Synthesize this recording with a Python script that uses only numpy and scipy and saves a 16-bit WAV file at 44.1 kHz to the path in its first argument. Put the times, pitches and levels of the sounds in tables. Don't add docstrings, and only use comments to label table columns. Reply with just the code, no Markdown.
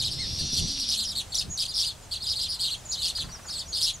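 import sys
import numpy as np
from scipy import signal
from scipy.fft import rfft, irfft
from scipy.io import wavfile

SR = 44100
rng = np.random.default_rng(int(sys.argv[2]) if len(sys.argv) > 2 else 0)


def log_audio(samples):
    frames = np.atleast_2d(samples).T
    limited = np.clip(frames, -1, 1)
    pcm = np.round(limited * 32767).astype(np.int16)
    wavfile.write(sys.argv[1], SR, pcm)


N = 176400
T = np.arange(N) / SR
FREQS = np.arange(N // 2 + 1) * SR / N


def gain(db):
    return 10 ** (np.asarray(db) / 20)


def unit(x):
    return x / np.sqrt(np.mean(x ** 2))


def colour(x, curve):
    hz, db = np.array(curve, float).T
    return irfft(rfft(x) * gain(np.interp(np.log(FREQS + 1), np.log(hz), db)), N)


def noise(curve):
    return unit(colour(rng.standard_normal(N), curve))


def wander(hz):
    return unit(irfft(rfft(rng.standard_normal(N)) * np.exp(-.5 * (FREQS / hz) ** 2), N))


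def phase(hz):
    return 2 * np.pi * np.cumsum(hz) / SR


def stereo(mid, side):
    return np.array([mid + side, mid - side])


def arch(at, length, depth):
    rise = .34
    place = (T - at) / length
    i = np.flatnonzero((place > -rise) & (place < 1 - rise))
    from_peak = np.maximum(-place[i] / rise, place[i] / (1 - rise))
    bend = 1 - depth * np.sin(2.6 * place[i]) ** 2
    swell = np.sqrt(2) * np.abs(np.cos(np.pi / 2 * from_peak)) ** .76
    return i, bend, swell


# (frequency [Hz], level [dB])
BEAK_COLOUR = [(2000, -13), (3100, -2.5), (5300, 1.5), (5950, 4), (7000, 2), (10500, -2.5), (13500, -18)]
# (peak time [s], length [s], top pitch [Hz], level [dB])
CHATTER_NOTES = [(0.006, 0.064, 4440, -30.5), (0.052, 0.077, 4500, -30.5), (0.119, 0.049, 4880, -35),
                 (0.4, 0.063, 4760, -33.5), (0.538, 0.056, 5340, -31.5), (0.577, 0.045, 4560, -28),
                 (0.691, 0.069, 5140, -36.5), (0.798, 0.048, 5310, -35), (0.818, 0.068, 4634, -33.5),
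                 (0.898, 0.053, 5410, -29.5), (0.93, 0.062, 4510, -29), (0.98, 0.052, 4670, -31.5),
                 (1.007, 0.082, 4640, -31), (1.06, 0.077, 5200, -35.5), (1.096, 0.081, 4965, -35.5),
                 (1.175, 0.08, 4566, -30.5), (1.329, 0.03, 4700, -35), (1.354, 0.04, 5160, -29),
                 (1.392, .06, 5070, -29), (1.58, 0.021, 4430, -32), (1.602, 0.053, 4777, -29.5),
                 (1.627, 0.031, 4520, -30), (1.657, 0.02, 4230, -32.5), (1.697, 0.062, 5130, -36),
                 (1.762, 0.082, 5250, -30.5), (1.801, 0.094, 4943, -28.5), (1.858, 0.062, 5130, -32),
                 (1.874, 0.084, 4554, -34.5), (2.128, 0.051, 4520, -31.5), (2.164, 0.029, 4320, -33.5),
                 (2.228, 0.083, 4810, -35.5), (2.273, 0.038, 5026, -31), (2.305, 0.071, 5120, -29.5),
                 (2.372, 0.063, 4790, -32), (2.41, 0.064, 5100, -31.5), (2.437, 0.075, 4480, -32),
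                 (2.501, 0.058, 5430, -32.5), (2.534, 0.057, 4990, -34), (2.616, 0.083, 4545, -30.5),
                 (2.653, 0.093, 4555, -30), (2.72, 0.073, 4420, -32), (2.93, 0.056, 5050, -32),
                 (2.994, 0.11, 4050, -35.5), (3.032, 0.056, 4604, -30.5), (3.058, 0.06, 4595, -29),
                 (3.099, 0.026, 4420, -30.5), (3.161, 0.038, 4750, -32), (3.198, 0.064, 4430, -31),
                 (3.504, 0.079, 4890, -37.5), (3.547, 0.073, 4720, -36.5), (3.597, 0.058, 4690, -35),
                 (3.747, 0.074, 4830, -31), (3.779, 0.091, 4660, -32.5), (3.833, 0.085, 5090, -27),
                 (3.886, 0.046, 4440, -28)]

def chatter():
    rasp_hz, clean_db, harsh_db = 150, -35.5, -27.5
    shake = phase(rasp_hz * (1 + .25 * wander(20)))
    jitter, brightness = wander(600), gain(3 * wander(20))
    twists = [wander(65), wander(65)]
    hiss = rng.standard_normal(N)
    out = np.zeros(N)
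    for (at, length, hz, db), offset in zip(CHATTER_NOTES, rng.integers(N, size=len(CHATTER_NOTES))):
        i, bend, swell = arch(at, length, depth=.3)
        own = (i + offset) % N
        effort = np.clip((db - clean_db) / (harsh_db - clean_db), .3, 1)
        rasp = effort * (.08 * np.sin(shake[own]) + .035 * jitter[own])
        high, low = (hz * bend * (1 + .06 * twist[own] + rasp) for twist in twists)
        low_voice = gain(-6) * np.sqrt(effort) * np.exp(1j * phase(.8 * low))
        voice = np.exp(1j * phase(high)) + low_voice
        overtones = gain(-15) * voice ** 2 + gain(-15.5) * voice ** 3
        tone = (voice + brightness[own] * overtones).imag
        breath = gain(-20) * 2 * effort * hiss[own]
        pulsing = 1 + .55 * effort * np.cos(shake[own])
        out[i] += gain(db) * swell * pulsing * (tone + breath)
    return colour(out, BEAK_COLOUR) * gain(1)


# (frequency [Hz], level [dB])
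RUMBLE_COLOUR = [(25, -12), (80, -4.5), (170, -12.5), (700, -37.5)]
# (time [s], half-width [s], level [dB])
THUMPS = [(.21, 0.29, -41), (.43, 0.019, -35.5), (0.534, 0.0044, -31.5), (0.635, 0.045, -32),
          (1.478, 0.028, -38), (3.253, 0.03, -40)]

def rumble():
    mid, side = (noise(RUMBLE_COLOUR + [(SR / 8, -90)]) for _ in range(2))
    side = colour(side, [(70, -17), (200, -3)]) * gain(-4) * np.sqrt(2)
    thumps = sum(gain(db) * np.exp(-.5 * ((T - at) / width) ** 2) for at, width, db in THUMPS)
    return stereo(mid, side) * (gain(-50.5) + thumps)


# (frequency [Hz], level [dB])
AIR_COLOUR = [(18, -8), (30, 8), (92, 6.5), (260, -13), (645, -5.5), (2080, -14), (4310, -13.5),
              (8250, -13.5), (15000, -30)]

def air():
    mid, side = noise(AIR_COLOUR), noise(AIR_COLOUR)
    side = colour(side, [(50, -40), (250, 5), (2000, -2)]) * gain(-6)
    return stereo(mid, side) * gain(-47.5 + wander(.75))


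def far_birds():
    count, low_hz, high_hz = 44, 3600, 8000
    out = np.zeros(N)
    for when, pitch, strength in rng.random((count, 3)):
        at, hz = when * N / SR, low_hz + pitch * (high_hz - low_hz)
        i, bend, swell = arch(at, length=.055, depth=.2)
        bend = np.where(T[i] < at, np.sqrt(bend), bend)
        out[i] += gain(-48) * strength * swell * np.sin(phase(hz * bend))
    return out


# (delay [s], level [dB])
WHEEZE_ECHOES = [(.004007, -12), (.01202, -5)]
# (time [s], high voice's pitch [Hz], level [dB])
WHEEZE_PATH = [(.05, 5300, -40.5), (0.262, 5330, -34.5), (.38, 5670, -34), (0.622, 5727, -31.5),
               (0.951, 5460, -34.5)]

def wheeze():
    times, hz, db = np.array(WHEEZE_PATH).T
    low_hz = 4433
    high = phase(np.interp(T, times, hz) * (1 + .042 * wander(880)))
    low = phase(low_hz * (1 + .15 * wander(890)))
    spectrum = rfft(np.sin(high) + gain(1.5) * np.sin(low) + gain(-14) * np.sin(2 * low))
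    for delay, echo_db in WHEEZE_ECHOES:
        spectrum /= 1 - gain(echo_db) * np.exp(-2j * np.pi * FREQS * delay)
    return unit(irfft(spectrum, N)) * gain(np.interp(T, times, db, right=-120))


CHIRP_HARMONICS = [-15, -2, -20, -17]
# (peak time [s], length [s], top pitch [Hz], level [dB])
CHIRPS = [(0.207, 0.077, 2150, -30.5), (0.403, 0.035, 1818, -43)]

def chirps():
    out, waver = np.zeros(N), 1 + .017 * wander(320)
    for at, length, hz, db in CHIRPS:
        i, bend, swell = arch(at, length, depth=.15)
        angle = phase(hz * bend * waver[i])
        tone = sum(gain(level) * np.sin(k * angle) for k, level in enumerate(CHIRP_HARMONICS, 1))
        out[i] += gain(db) * swell * tone
    return out


# (time [s], pitch [Hz], level [dB])
HUM_PATH = [(0.682, 308, -48), (0.76, 285.8, -44.5), (0.869, 237.9, -48.5), (1.252, 204.6, -56.5)]

def hum():
    times, hz, db = np.array(HUM_PATH).T
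    pitch = np.interp(T, times, hz) * (1 + .061 * wander(45))
    level = np.interp(T, times, db, left=-120, right=-120) + 2 * wander(40)
    return np.sin(phase(pitch)) * gain(level)


# (peak time [s], length [s], top pitch [Hz], level [dB])
WHISTLES = [(1.526, 0.11, 6770, -32), (1.374, 0.048, 7280, -32.5), (2.86, 0.038, 7170, -38.5),
            (2.908, 0.079, 6900, -30), (3.335, 0.077, 5850, -37.5), (3.475, 0.067, 6850, -40),
            (3.576, .07, 7970, -36), (3.703, 0.1, 6720, -38.5), (3.945, 0.049, 6840, -37.5)]

def whistles():
    out, waver = np.zeros(N), 1 + .016 * wander(500)
    for at, length, hz, db in WHISTLES:
        i, bend, swell = arch(at, length, depth=.2)
        bend = np.where(T[i] < at, bend ** .25, bend)
        out[i] += gain(db) * swell ** 2 / 2 * np.sin(phase(hz * bend * waver[i]))
    return out


WINGBEATS = [3.185, 3.246, 3.295, 3.353, 3.397, 3.455, 3.497]

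def wings():
    puff_hz, half_width_s = 1360, .0056
    whoosh = noise([(puff_hz / 4, -14), (puff_hz, 0), (puff_hz * 2, -14), (puff_hz * 6, -35)])
    beats = sum(np.exp(-.5 * ((T - at) / half_width_s) ** 2) for at in WINGBEATS)
    return gain(-47) * whoosh * beats


# (frequency [Hz], side level [dB])
BIRD_WIDTH = [(5500, -18.5), (8000, -8), (12000, -12)]

def foliage(birds):
    gap_s, fade_s = .0025, .15
    t = T[:SR // 2]
    tails = rng.standard_normal((2, len(t))) * np.exp(-np.log(1000) * t / fade_s) * (t > gap_s)
    tails *= gain(-7) / np.linalg.norm(tails, axis=1, keepdims=True)
    mid_echo, side_echo = (signal.fftconvolve(birds, tail)[:N] for tail in tails)
    out_of_step = signal.hilbert(birds).imag
    return stereo(birds + mid_echo, colour(out_of_step + 2 * side_echo, BIRD_WIDTH))


def scene():
    birds = chatter() + far_birds() + whistles() + chirps() + wheeze() + wings()
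    return foliage(birds) + hum() + rumble() + air()


def record(dry):
    top_hz = 15650
    return signal.sosfilt(signal.ellip(10, .2, 80, top_hz, fs=SR, output="sos"), dry)


dry = scene()
out = record(dry)
log_audio(out)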